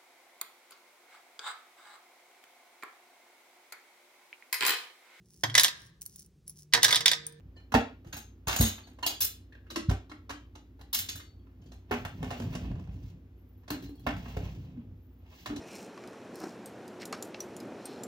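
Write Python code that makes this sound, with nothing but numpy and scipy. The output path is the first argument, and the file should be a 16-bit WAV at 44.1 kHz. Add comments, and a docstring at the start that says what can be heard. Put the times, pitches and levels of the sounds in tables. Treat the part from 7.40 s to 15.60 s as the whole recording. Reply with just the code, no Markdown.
"""Jars and a bowl on a kitchen counter

Glass jars clink and rattle in a wire rack, a plastic funnel knocks on jar mouths and a metal spoon strikes a bowl:
noise cracks and damped sines, with fading noise ticks for the rattle and beating tones for lone glass notes.
The spoon digs through wet food (lumpy filtered noise), thin gliding sines whistle and the counter booms in modes.
An appliance hums in wavering sines over noise; a small damped room surrounds it, heard by two close ports."""
import sys
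import numpy as np
from scipy import signal
from scipy.fft import rfft, irfft, next_fast_len
from scipy.io import wavfile
from scipy.ndimage import uniform_filter1d

SR = 44100
rng = np.random.default_rng(int(sys.argv[2]) if len(sys.argv) > 2 else 0)


def dump(signal):
    """Clip the signal to [-1, 1] and save it as 16-bit WAV at the path in sys.argv[1]."""
    limited = np.clip(np.atleast_2d(signal).T, -1, 1)
    pcm = np.round(limited * 32767).astype(np.int16)
    wavfile.write(sys.argv[1], SR, pcm)


N = 361619
TIME = np.arange(N) / SR

# spoon in the wet food, one list per spell: t/s, counter rumble/dB, squelch/dB, wet hiss/dB (relative levels)
DIGGING = [
    [(4.2, -57, -83, -87.5), (4.32, -52.5, -91, -77), (4.45, -70, -79, -94.5), (4.57, -45, -48, -59),
     (4.7, -46.5, -76, -74), (4.8, -43, -65, -68), (4.87, -40, -52, -58), (4.94, -42, -52, -57),
     (4.985, -45, -60, -63), (5.03, -40, -54, -58), (5.09, -36, -60, -63), (5.14, -36, -55, -61),
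     (5.22, -35, -59.5, -65.5), (5.37, -34.5, -69, -76), (5.46, -49, -67, -80), (5.58, -41, -75, -73),
     (5.72, -52, -80, -72.5), (5.85, -54.5, -100, -100), (6.05, -76.5, -87, -98)],
    [(6.3, -55, -89, -83), (6.45, -47, -62, -60), (6.52, -57.5, -87, -81), (6.72, -34.5, -69, -65.5),
     (6.89, -40, -57, -62), (7.1, -43, -57.5, -62.5), (7.27, -43, -65, -70.5), (7.42, -46.5, -77, -102),
     (7.6, -50, -97, -94.5)],
    [(7.8, -74.5, -75.5, -92.5), (7.88, -75, -65, -73), (7.96, -75.5, -64.5, -62.5), (8.1, -45, -72, -66),
     (8.2, -47, -60, -80)],
]


def undb(db):
    """Turn dB into an amplitude factor."""
    return 10 ** (np.asarray(db) / 20)


def band(x, lo_hz, hi_hz):
    """Keep one frequency band."""
    return signal.sosfilt(signal.butter(2, [lo_hz, hi_hz], "bandpass", fs=SR, output="sos"), x)


def unit(x):
    """Scale to an rms of 1."""
    return x / np.sqrt(np.mean(x ** 2))


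def along(table, hz):
    """Read an (f/Hz, value) table on a log-frequency axis."""
    f, value = np.transpose(table)
    return np.interp(np.log(hz + 1), np.log(f + 1), value)


def shape(x, gain):
    """Apply gain(Hz) to the spectrum of x."""
    n = next_fast_len(x.shape[-1] + 4096)
    hz = np.arange(n // 2 + 1) * SR / n
    return irfft(rfft(x, n) * gain(hz), n)[..., :x.shape[-1]]


def mode(x, hz, t60):
    """One ringing mode; an impulse of 1 rings at amplitude 1."""
    r, w = np.exp(-np.log(1000) / (t60 * SR)), 2 * np.pi * hz / SR
    return signal.lfilter([0, r * np.sin(w)], [1, -2 * r * np.cos(w), r * r], x)


def gains(tables, column):
    """Gain over time from one dB column; inaudible outside the spans."""
    out = np.zeros(N)
    for t in map(np.array, tables):
        out += undb(np.interp(TIME, t[:, 0], t[:, column], -200, -200))
    return uniform_filter1d(out, size=400)


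def walk(rate):
    """Random levels, rate of them per second, joined by slopes; spread a little under 1."""
    k = int(SR / rate)
    held = np.repeat(rng.standard_normal(N // k + 1), k)
    return uniform_filter1d(held, k)[:N]


def add(out, at, hz, db, t60, rise_ms, loose=1):
    """Add damped sines from sample at; they swell in, their phases differing by up to loose turns."""
    seconds = min(1.2 * np.max(t60), .9)
    t = TIME[:min(int(seconds * SR), N - at), None]
    sines = np.sin(2 * np.pi * (hz * t + loose * rng.random(np.size(t60))))
    wave = np.sum(undb(db - 60 * t / t60) * sines, axis=1)
    out[at:at + len(t)] += wave * (1 - np.exp(-t[:, 0] * 1000 / rise_ms))


def strike(blows, modes, touch):
    """Each blow is a lumpy burst of contacts, a hollow note and two short knocks; the modes ring in a new mix."""
    (crack_ms, rise_ms, ring_db, knock_db, bright_db, bright_hz,
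     scatter_db, octaves, hollow_t60, hollow_ms, knock_t60, broad_db) = touch
    # bands of hollow, knock, bright and sheen, one row each: low f/Hz, high f/Hz
    bands = [(200, 400), (400, 2600), (2300, 8000), (8000, 16000)]
    detune, hollow_split = .02, .05  # shares of f: grip and load shifting the modes, hollow note's neighbours
    b = np.array(blows)
    at = (b[:, 0] * SR).astype(int)
    colour_db = b[:, [1]] + np.stack([b[:, 2], 0 * b[:, 1], b[:, 3], b[:, 4]], axis=1)
    out, t = np.zeros(N), TIME[:8000] * 1000  # t in ms
    crack = np.exp(-t / crack_ms) * (1 - np.exp(-t / rise_ms)) ** 2  # contact builds up softly
    bounces = undb(2.9 * walk(220))

    # a narrower crack around each blow's own knock pitch; the root evens out the level between bandwidths
    for i, row in zip(at, b):
        lo, hi = row[6] * 2. ** (np.array([-.5, .5]) * np.clip(octaves, .4, 3))
        burst = band(crack * rng.standard_normal(len(t)), lo, hi) * np.sqrt(SR / 2 / (hi - lo)) / 2
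        out[i:i + len(t)] += (undb(row[1]) * burst)[:N - i] * bounces[i:i + len(t)]

    # the broad crack in four bands
    for k, (lo, hi) in enumerate(bands):
        envelope = np.zeros(N + SR)
        for i, db in zip(at, colour_db[:, k] + broad_db * (k == 1)):
            envelope[i:i + len(t)] += undb(db) * crack
        noise = envelope[:N] * bounces * rng.standard_normal(N)
        out += band(noise, lo, hi) * np.sqrt(SR / 2 / (hi - lo)) / 2

    hz, db, t60 = np.transpose(modes)
    which = np.searchsorted([hi for lo, hi in bands], hz)  # the band whose level drives each mode
    chances = rng.standard_normal((len(b), 2, len(modes)))
    neighbours = np.array([-1, 0, 1])
    for i, row, colour, chance in zip(at, b, colour_db, chances):
        mode_db = colour[which] + db + ring_db + scatter_db * np.clip(chance[0], -2, 1)
        add(out, i, hz * (1 + detune * chance[1]), mode_db, t60, rise_ms)
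        hollow_hz = row[5] * (1 + hollow_split * neighbours)
        add(out, i, hollow_hz, colour[0] - np.array([13, .5, 13]), np.full(3, hollow_t60), hollow_ms)
        # each pitched knock is a blur of three quickly damped neighbours that start nearly in step
        spread = 1 + 0.082 * neighbours + 0.015 * chance[1, :3]
        blur_hz = np.outer([row[6], bright_hz], spread).ravel()
        blur_db = np.repeat(colour[1:3] + [knock_db, bright_db] - 2, 3)
        add(out, i, blur_hz, blur_db, np.repeat([knock_t60, .02], 3), rise_ms, loose=.15)
    return out


def chatter(blows, modes, per_s, rule):
    """Glass chatters on: each blow opens a fading stream of uneven ticks, heard dry and through the modes."""
    under_db, fade_db_per_s, ring_db, sheen_db = rule
    b, jolts = np.array(blows), np.zeros(N)
    jolts[(b[:, 0] * SR).astype(int)] = undb(b[:, 1] + b[:, 3] + under_db)
    shake = signal.lfilter([1], [1, -undb(-fade_db_per_s / SR)], jolts)
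    ticks = (rng.random(N) < per_s / SR) * undb(3.5 * rng.exponential(size=N))
    grit = uniform_filter1d(ticks, size=60) * rng.standard_normal(N)
    # the modes ring half as long as after a clean blow
    ring = sum(undb(db) * mode(ticks * rng.standard_normal(N), hz, .5 * t60) for hz, db, t60 in modes)
    dry = unit(band(grit, 830, 14000)) + undb(sheen_db) * unit(band(grit, 5300, 21000))
    return shake * (undb(-8) * dry + undb(ring_db) * unit(ring))


def bowl():
    """A metal spoon strikes the bowl, whose modes from the low mids up ring briefly."""
    # blows: t/s, knock level/dB, hollow, bright and sheen level over the knock/dB, hollow f/Hz, knock f/Hz
    bowl_blows = [(0.32, -30.5, -6, -2.5, -14, 232, 1150), (0.3405, -9.5, -26, -10, -19.5, 286, 885),
                  (0.349, -15, -2.5, -24, -34, 250.5, 630), (0.358, -23.5, -11.5, -22, -36, 257, 601),
                  (4.51, -21, -7, -28.5, -18, 254, 460), (4.516, -24, -16.5, -20.5, -23, 240, 1303),
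                  (4.525, -22, -4, -20, -23, 248, 640), (4.538, -27, -13, -12, -23, 250, 1470),
                  (4.65, -27.5, -29, -8.5, -15, 277, 1220), (4.654, -33.5, -20, -25, -30, 275, 777),
                  (4.791, -55, -7, -5, -18, 255, 900), (4.828, -28, -5, -10, -18, 255, 520),
                  (4.843, -36, -7, -7, -20, 255, 600), (4.905, -31, -4.5, -2, -22, 247, 1504),
                  (4.911, -29, -8, -14, -27, 245.3, 690), (4.928, -41, -6, -8, -25, 242, 1720),
                  (4.999, -33, 1, -7, -29, 243, 490), (5.02, -40, -4, -6, -25, 244, 900),
                  (5.134, -43, -6, -3, -25, 244, 1390), (5.151, -30.5, -10, 0, -24, 247, 514),
                  (5.161, -41, -8, -16, -26, 245, 1320), (5.245, -43.5, 10.5, -16, -28, 248, 800),
                  (5.313, -42, -12, -17, -34, 249, 494), (5.354, -50, -10, -8, -25, 244, 900),
                  (5.395, -49, -8, -8, -19, 244, 700), (5.438, -62, -3, 6, -10, 244, 900),
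                  (5.54, -62, -3, 4, -10, 244, 900), (5.626, -62, -3, 5, -8, 244, 700),
                  (5.472, -52, -1, -12, -29, 249, 500), (5.699, -63, -3, 7, -8.5, 263, 462),
                  (6.665, -20, -15, -19, -19, 288.6, 809), (6.67, -21.5, -8.5, -24, -39, 253, 1260),
                  (6.685, -27, -14, -21, -28, 295, 1990), (6.706, -29.5, -16, -18, -30, 287, 1400),
                  (6.765, -40.5, -11, -5, -13, 240, 830), (6.859, -40.5, -5, -19, -28, 240, 1030),
                  (6.967, -30, -14, -13, -20, 285, 500), (7.049, -47, -3, -0.5, -26, 247, 493),
                  (7.371, -51, 16.5, -27, -20, 247, 452)]
    # modes of the bowl: f/Hz, relative level/dB, t60/s
    bowl_modes = [(448.6, -9.5, 0.084), (478.5, -3.5, 0.08), (595, -5.5, 0.24), (680, -2.5, 0.2),
                  (830, 1.5, 0.04), (1097, -5, 0.1), (1190, -10, 0.095), (1490, -6, 0.15),
                  (2026, -12, 0.033), (2146, -12.5, 0.07), (2458, -11.5, 0.074), (1750, -4, .05),
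                  (2850, 1, .03), (3350, -2, .03), (4400, -3, .03)]
    # shared by all blows: crack decay/ms, rise/ms, ring level/dB, knock note level/dB, bright note level/dB,
    # bright note f/Hz, mode scatter/dB, knock width/octaves, hollow t60/s, hollow rise/ms, knock t60/s,
    # broad part of the knock/dB
    bowl_touch = (6.5, .8, -17.5, -2, -6.5, 2403.5, 4.5, 1.38, 0.22, 4.5, 0.017, -5)
    return undb(-1.0) * strike(bowl_blows, bowl_modes, bowl_touch)


def funnel():
    """A plastic funnel knocks on jar mouths; its modes die within a tenth of a second."""
    # blows: t/s, knock level/dB, hollow, bright and sheen level over the knock/dB, hollow f/Hz, knock f/Hz
    funnel_blows = [(2.124, -54, -14, -12, -22.5, 269, 1750), (2.15, -54, -7.5, -25, -29.5, 274, 1750),
                    (2.266, -55, -7, -29.5, -19, 335, 1510), (2.303, -39.5, -6, 7, -4, 303, 1150),
                    (2.316, -50, 11, -10, -20, 320, 600), (2.368, -45, 16, -10, -20, 321, 1200),
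                    (2.359, -25.5, -10, 1.5, -20, 321, 1220), (2.494, -33, -2.5, -2.5, -15, 268.7, 1240),
                    (2.507, -31, -9.5, -14, -20, 269, 624), (2.696, -50.5, 6, 2, -29, 298, 1010),
                    (2.714, -39, -3.5, -12.5, -30, 304.5, 1225), (2.894, -29.5, -18, -5, -19, 303, 1104),
                    (2.903, -29.5, -9.5, -10, -29, 291, 1006), (3.153, -46.5, -4.5, -0.5, -27, 294, 980),
                    (3.392, -49.5, -10, -15.5, -14.5, 270.6, 878),
                    (3.411, -46, -10.5, -5.5, -14.5, 274, 870), (4.069, -57.5, 0, -22, -25, 268, 1170),
                    (6.233, -62, 3.5, -6, -21.5, 269, 1140), (6.279, -40.5, -5, -1.5, -24.5, 282, 957),
                    (6.303, -29.5, 4, -0.5, -2.5, 302, 955), (6.344, -39.5, 7, -10, -26, 269, 1100),
                    (6.424, -54.5, 18, 2, 4, 274, 1190), (6.489, -56.5, 17.5, -8, 4, 286.5, 960),
                    (6.554, -66, 19, -1, 7.5, 284, 710), (6.595, -63, 11, -5, 7, 297, 716),
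                    (8.059, -30.5, -10, -2, -15, 309, 1170), (8.099, -37.5, 11, -25, -30, 296, 1150),
                    (8.129, -43, 5, -18, -27, 314, 740), (8.161, -38, 7, 2, -18, 286, 694)]
    # modes of the funnel: f/Hz, relative level/dB, t60/s
    funnel_modes = [(450, -8.5, 0.1), (592, -4, .1), (1150, -9, .06), (1770, -19, .05), (3320, -5, 0.05),
                    (4040, 2, 0.055), (4600, -11, 0.045), (6050, -2.5, 0.038)]
    # what its blows share; columns and units as for the bowl
    funnel_touch = (10, 0.68, -11, -6, -4.5, 4101, 4.5, 1.5, 0.25, 7, 0.05, -6)
    return undb(-1.0) * strike(funnel_blows, funnel_modes, funnel_touch)


def rack():
    """Jars hit the wire rack: bright modes ring, then glass chatters against wire."""
    # blows: t/s, knock level/dB, hollow, bright and sheen level over the knock/dB, hollow f/Hz, knock f/Hz
    rack_blows = [(0.646, -49.5, 2, -13, -28, 331, 600), (0.668, -54, 3, -3, -20, 330, 805),
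                  (0.726, -34, -11, -3, -14, 289, 1460), (0.765, -42, -9, 1.5, 4, 240, 870),
                  (1.071, -26.5, -13, -4, -7.5, 262, 855), (1.081, -30, -13, 0, -8, 262, 1100),
                  (1.091, -24, -20.5, -9, -18, 310, 850), (1.11, -30, -19, -5, -13, 257, 1300),
                  (1.125, -28, -19, -6.5, -13.5, 257, 1450), (1.16, -30, -11.5, 2, 2, 216, 890),
                  (1.188, -38, -11.5, 5, 4, 216, 1400), (1.207, -23.5, 3, -1.5, 8, 220.2, 620),
                  (1.225, -35, -11.5, 7.5, 3, 226, 1190), (1.249, -37.5, -16, 8, -9.5, 219, 1460),
                  (1.14, -31, -19, -6, -13, 257, 1400), (1.27, -40, -16, 3, 0, 219, 1900),
                  (1.292, -43, -16, 2, 0, 219, 1100), (1.379, -43, -11.5, -15.5, -22, 283, 1190),
                  (1.471, -50, -7, -6, -18.5, 291, 802), (1.512, -62, -4.5, -8, -17, 291, 810)]
    # modes of jars and wire: f/Hz, relative level/dB, t60/s
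    rack_modes = [(3650, -7.5, 0.1), (3980, -6.5, 0.13), (4600, -9.5, 0.067), (5420, -10.5, .09),
                  (6370, -6.5, .15), (6560, -4.5, 0.15), (6700, -7.5, 0.15), (7060, -11.5, 0.068),
                  (8150, 0, 0.13), (10300, -10.5, 0.099), (13100, -10, .1), (13030, -8.5, 0.11),
                  (13930, -10.5, .08), (13400, -9, .1)]
    # what the blows share; columns and units as for the bowl
    rack_touch = (15, 1.46, -7.5, -7, -8.5, 6546, 2.5, 2.5, 0.13, 3, 0.0667, -4)
    # rattle: level over the bright crack/dB, fade/dB per s, ring level/dB, sheen level/dB
    rack_chatter = (-7.5, 260, -5, -8.5)
    blows = strike(rack_blows, rack_modes, rack_touch)
    return undb(-1.0) * blows + chatter(rack_blows, rack_modes, 250, rack_chatter)


def jars():
    """Glass jars clink: high modes ring and the glass rattles on in dense ticks."""
    # blows: t/s, knock level/dB, hollow, bright and sheen level over the knock/dB, hollow f/Hz, knock f/Hz
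    jar_blows = [(0.165, -56, -23.5, -6, -20.5, 262, 560), (0.199, -59.5, -2, -11, -26, 261, 1230),
                 (1.586, -46.5, -23.5, -12, -22.5, 253, 619), (1.627, -31, -17.5, -4, -16.5, 290, 1014),
                 (1.663, -33.5, -8, 13, 13.5, 310, 740), (1.704, -42.5, -9.5, -3, -8.5, 304, 750),
                 (1.805, -44, -30.5, 19, 27, 340, 1245), (1.817, -45.5, -6.5, 20.5, 28, 341, 1780),
                 (1.844, -44.5, -15, -0.5, 22, 332, 1826), (3.529, -39, -21.5, 15.5, 19, 268, 1113),
                 (3.543, -35, -17, 12, 15, 239, 1190), (3.587, -40, -23, 15, 19.5, 312, 1970),
                 (3.687, -42.5, -6.5, 16, -5, 272, 2020), (3.756, -45, -7, 6, 8, 292, 1470),
                 (3.799, -46, -7, -1.5, -17, 266, 1336), (4.221, -63.5, -1, -3.5, -15, 286, 603),
                 (4.259, -64.5, 14, 3, -15, 274, 501), (4.318, -50, 0.5, -1.5, -36, 316, 618)]
    # modes of the glass: f/Hz, relative level/dB, t60/s
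    jar_modes = [(3000, -11.5, 0.23), (3520, -5, 0.08), (4060, -6.5, 0.14), (4570, -6.5, 0.047),
                 (5420, -5.5, 0.082), (6520, -4.5, 0.19), (7350, -4, 0.1), (7400, -10.5, 0.11),
                 (8930, -2, 0.063), (9870, 2.5, 0.089), (11000, -10, 0.034), (13350, -7.5, 0.081),
                 (13400, -8.5, .1), (14300, -8.5, .08)]
    # what the blows share; columns and units as for the bowl
    jar_touch = (12.5, .9, -11, -1, -7.5, 4102, 3, 1.64, 0.17, 3, 0.03, -5)
    # rattle: level over the bright crack/dB, fade/dB per s, ring level/dB, sheen level/dB
    jar_chatter = (-12, 280, -9.5, -6.5)
    blows = strike(jar_blows, jar_modes, jar_touch)
    return undb(-1.0) * blows + chatter(jar_blows, jar_modes, 400, jar_chatter)


def pings():
    """Lone glass tones, each of three close partials that beat; the more damped, the wider the split."""
    # single jars struck clean ring on one note: t/s, f/Hz, relative level/dB, t60/s
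    notes = [(0.17, 4200, -58, 0.12), (.166, 3000, -59, 0.11), (.164, 2370, -59, 0.13),
             (0.16, 1800, -63.5, .15), (.2, 1400, -63.5, 0.052), (0.16, 4650, -63, .08),
             (.74, 6380, -48, 0.29), (0.73, 5350, -60, .25), (1.095, 3600, -35.5, 0.084),
             (1.161, 6900, -34, .05), (1.16, 7600, -38, .3), (1.187, 6620, -31, .2),
             (1.185, 6330, -36, .35), (1.21, 6650, -31, .1), (1.245, 6640, -32, .25),
             (1.21, 4400, -32, .05), (1.225, 3200, -33, .05), (1.235, 4300, -35, .05),
             (1.21, 5400, -35, .04), (1.21, 2000, -35, .08), (1.245, 3800, -35, .06),
             (1.262, 3000, -35.5, 0.066), (1.275, 6900, -38.5, .06), (1.208, 3900, -30.5, 0.066),
             (1.23, 3630, -33.5, .12), (1.37, 3650, -55, 0.14), (1.435, 4450, -60, .3),
             (1.627, 985, -26, 0.07), (1.627, 3050, -30, 0.04), (1.632, 4270, -33, 0.09),
             (1.637, 2820, -34, .1), (1.663, 4700, -33, .1), (1.665, 3250, -30, 0.06),
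             (1.664, 6500, -34, .05), (1.664, 5500, -39, .04), (1.705, 4010, -46, .07),
             (1.68, 3500, -36, .04), (1.675, 2900, -36, .05), (1.72, 4720, -49, .25),
             (1.735, 3300, -41, 0.05), (1.762, 3300, -43, .05), (1.812, 5240, -28, 0.088),
             (1.818, 3472, -33.5, .063), (1.82, 4118, -41, .2), (1.815, 6200, -33, 0.088),
             (2.122, 1750, -49, .03), (2.135, 1900, -55, .06), (2.15, 1600, -55, .06),
             (2.125, 4200, -62, .04), (2.265, 1500, -55, .03), (2.695, 4080, -53, 0.12),
             (2.3, 3950, -41.5, 0.03), (2.905, 3100, -45, .05), (2.955, 3100, -57, 0.2),
             (3.531, 4100, -31.5, .07), (3.535, 5300, -34, .1), (3.588, 3700, -34, 0.06),
             (3.587, 6500, -36, .04), (3.54, 4650, -37, .05), (3.689, 3500, -32, 0.057),
             (3.688, 4900, -35, .03), (3.76, 3700, -48, .04), (3.805, 4463, -61, 0.5),
             (3.8, 3700, -49, .05), (3.78, 6350, -51, .07), (3.77, 5420, -59, .2), (3.8, 2100, -50, .1),
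             (3.995, 3300, -75, .08), (4.22, 3100, -66, .12), (4.32, 4150, -54, 0.03),
             (4.32, 5950, -56, .03), (4.215, 4680, -72, 0.08), (4.26, 4680, -73, .3),
             (4.215, 6550, -67, .04), (4.215, 5300, -72, .05), (4.27, 3200, -71, .15),
             (6.44, 4300, -55, .04), (6.455, 4120, -60, 0.25), (6.417, 3270, -60, .08),
             (6.6, 4150, -62, .1), (6.74, 3270, -52, .05), (6.299, 4250, -56, 0.17), (6.5, 4300, -66, 0.13),
             (6.55, 4400, -66, 0.14), (6.58, 3300, -64, 0.1), (8.161, 4000, -46, .12)]
    split, rise_ms = 3.5, 1.5  # split in Hz times t60 in s
    out = np.zeros(N)
    for (s, hz, db, t60), chance in zip(notes, rng.random((len(notes), 3))):
        partials = hz + split / t60 * (np.array([-1, 0, 1]) + chance - .5)
        add(out, int(s * SR), partials, db + np.array([-7, -.3, -7]), np.full(3, t60), rise_ms)
    return out


def food():
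    """Wet pieces slide and suck apart: lumpy squelch, gritty scrape and a fine hiss above it."""
    wet = rng.standard_normal(N) * undb(4.5 * walk(35) + 3 * walk(160))
    squelch = unit(band(wet, 300, 1300)) + undb(-5.0) * unit(band(wet, 1300, 2800))
    grit = rng.standard_normal(N) * undb(2.8 * walk(150) + 3.2 * walk(30))
    hiss = unit(band(grit, 1730, 8050)) + undb(-4.0) * unit(band(grit, 7100, 18700))
    return gains(DIGGING, 2) * unit(squelch) + gains(DIGGING, 3) * unit(hiss)


def counter():
    """Soft pushes and the rumble of digging shake the worktop, which booms in its low modes."""
    # loads landing on the counter: t/s, relative level/dB
    loads = [(0.054, -41.5), (0.34, -21), (0.661, -37.5), (0.738, -39.5), (1.07, -29), (1.197, -14),
             (2.356, -45), (2.484, -15), (3.596, -43), (3.748, -41), (4.511, -35.5), (4.652, -33.5),
             (4.829, -31.5), (5.005, -34), (5.148, -33), (5.304, -28.5), (5.486, -31.5), (5.638, -33.5),
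             (6.305, -39), (6.448, -35.5), (6.666, -35), (6.967, -27.5), (7.029, -29)]
    # modes of the worktop: f/Hz, relative level/dB, t60/s
    worktop = [(61.7, -2.5, 0.24), (96.4, 0, 0.26), (123.3, 1, 0.14), (156, 0.5, 0.11), (178.9, -6, 0.18),
               (253.4, -7.5, 0.26)]
    push_ms = 5.67
    n = int(push_ms * SR / 1000)
    push = np.zeros(N + SR)
    for s, db in loads:
        start = int(s * SR)
        push[start:start + n] -= undb(db) * np.hanning(n) * 2 / n

    def boom(x):
        """Ring all worktop modes."""
        return sum(undb(db) * mode(x, hz, t60) for hz, db, t60 in worktop)

    bumps = rng.standard_normal(N) * undb(3 * walk(25))
    return undb(-3.0) * boom(push[:N]) + gains(DIGGING, 1) * unit(boom(bumps))


def whistle():
    """Faint gliding tones that flutter in level and pitch."""
    # thin whistle while the loaded spoon swings across, one curve per strand: t/s, f/Hz
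    strands = [
        [(5.965, 12300), (5.99, 13000), (6.01, 13150), (6.04, 12500)],
        [(6.025, 13100), (6.045, 13500), (6.065, 14400), (6.095, 15100), (6.125, 15300), (6.16, 14900),
         (6.19, 13900), (6.228, 12300)],
        [(6.052, 12400), (6.085, 13500), (6.108, 14400), (6.116, 13500), (6.15, 12700)],
        [(7.555, 12200), (7.59, 13150), (7.62, 12750), (7.66, 13200), (7.68, 14200), (7.71, 14800),
         (7.74, 15300)],
        [(7.6, 13650), (7.625, 13900), (7.675, 15500), (7.73, 15300), (7.77, 15650)],
        [(7.755, 15100), (7.78, 14150), (7.81, 14100), (7.838, 12500)],
    ]
    level_db, flutter_db, wobble_hz = -84, 6.5, 140
    out = np.zeros(N)
    for strand in map(np.array, strands):
        hz = np.interp(TIME, strand[:, 0], strand[:, 1]) + wobble_hz * walk(120)
        on = uniform_filter1d(1. * (TIME > strand[0, 0]) * (TIME < strand[-1, 0]), size=400)
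        level = on * undb(level_db + flutter_db * walk(70))
        out += level * np.sin(2 * np.pi * np.cumsum(hz) / SR)
    return out


def appliance():
    """Hum lines that waver in level and pitch, in the first field, over steady room noise in both."""
    # hum lines: f/Hz, relative rms level/dB
    lines = [(59.2, -56.5), (91.5, -59), (177.6, -75), (253.0, -68), (355.3, -74.5), (446.8, -80)]
    # spectrum of the room noise: f/Hz, relative density/dB
    floor = [(25, -13.5), (92, -6), (170, -22.5), (270, -15), (451, -28.5), (659, -35.5), (2050, -45),
             (6380, -57), (9000, -60.5), (13200, -55.5), (16000, -58)]
    floor_db = -56
    hum = np.zeros(N)
    for hz, db in lines:
        level = np.sqrt(2) * undb(db + 0.49 * walk(5.6))
        wavering_time = TIME + np.cumsum(.015 * walk(6)) / SR
        hum += level * np.sin(2 * np.pi * hz * wavering_time)
    air = shape(rng.standard_normal((2, N)), lambda hz: undb(along(floor, hz)))
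    return hum * np.array([[1], [0]]) + undb(floor_db) * unit(air)


def room(x):
    """Two fields: the direct sound and its scattering off the crowded worktop, each with its own noise tail."""
    # decay time of the room: f/Hz, t60/s
    decay = [(150, .35), (600, 0.26), (2500, 0.32), (7000, 0.23), (14000, 0.15)]
    tail_db = -5.5  # tail energy against the direct sound
    t, tail = TIME[:SR // 2], 0
    for hz in 70 * 2. ** np.arange(8):
        noise = band(rng.standard_normal((2, len(t))), hz, min(2 * hz, 17000))
        tail = tail + noise * undb(-60 * t / along(decay, 1.2 * hz))
    tail = tail * (1 - np.exp(-t / 0.0067))
    tail *= undb(tail_db) / np.sqrt(np.mean(np.sum(tail ** 2, axis=1)))
    near = 1. * (t == 0)
    for lag in (11, 23, 41):  # samples between jars; each allpass smears time and keeps the tone
        gap = np.zeros(lag - 1)
        near = signal.lfilter(np.r_[-.6, gap, 1], np.r_[1, gap, -.6], near)
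    tail[0, 0] += 1
    tail[1] += near / np.sqrt(np.sum(near ** 2))
    return signal.fftconvolve(x[None], tail, axes=1)[:, :N]


def scene():
    """Sum the sources in the room, then add the hum and the boom."""
    blows = bowl() + funnel() + rack() + jars()
    fields = room(blows + pings() + whistle() + food()) + appliance()
    boom = counter()  # comes straight and, 300 samples later, off the wall
    return fields + np.array([boom, np.roll(boom, 300)])


def record(dry):
    """Both ports share one field in part, with a phase shift that turns with frequency; both ends are cut."""
    # phase between the ports: f/Hz, left lead/rad
    lead = [(0, 0), (1500, -1.2), (2500, -2.5), (3700, -6.28), (5500, -5.2), (8300, -3.35), (10200, -2.85),
            (11800, -1.3), (14000, 0), (16000, .6)]
    # likeness of the ports: f/Hz, share from 0 to 1
    likeness = [(60, .995), (150, .99), (300, .97), (600, .6), (1500, .4), (3000, .25), (5500, .55),
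                (7500, .7), (8300, .95), (10200, .92), (11500, .6), (14000, .97), (16000, .85)]
    # balance of the ports: f/Hz, left minus right level/dB
    balance = [(100, 0), (500, -2), (2000, 2), (3500, .5), (16000, 0)]
    # the housing lifts the upper middle: f/Hz, level/dB
    housing = [(1500, 0), (2200, 1.0), (2900, 3.0), (3800, 0)]
    bass_cut_hz, top_hz = 49.6, 15800

    def like(hz):
        """Likeness at each frequency."""
        return np.clip(along(likeness, hz), 0, 1)

    out = []
    for side in (1, -1):  # left, right
        def turn(hz):
            """Level and phase of this port."""
            level = undb(along(housing, hz) + side * along(balance, hz) / 2)
            return level * np.exp(.5j * side * np.interp(hz, *np.transpose(lead)))

        shared = shape(dry[0], lambda hz: turn(hz) * np.sqrt((1 + like(hz)) / 2))
        opposed = shape(dry[1], lambda hz: turn(hz) * side * np.sqrt((1 - like(hz)) / 2))
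        out.append(shared + opposed)
    bass_cut = signal.butter(6, bass_cut_hz, "highpass", fs=SR, output="sos")
    top_cut = signal.ellip(8, .2, 70, top_hz, fs=SR, output="sos")
    return signal.sosfilt(top_cut, signal.sosfilt(bass_cut, np.array(out)))


dry = scene()
out = record(dry)
dump(out)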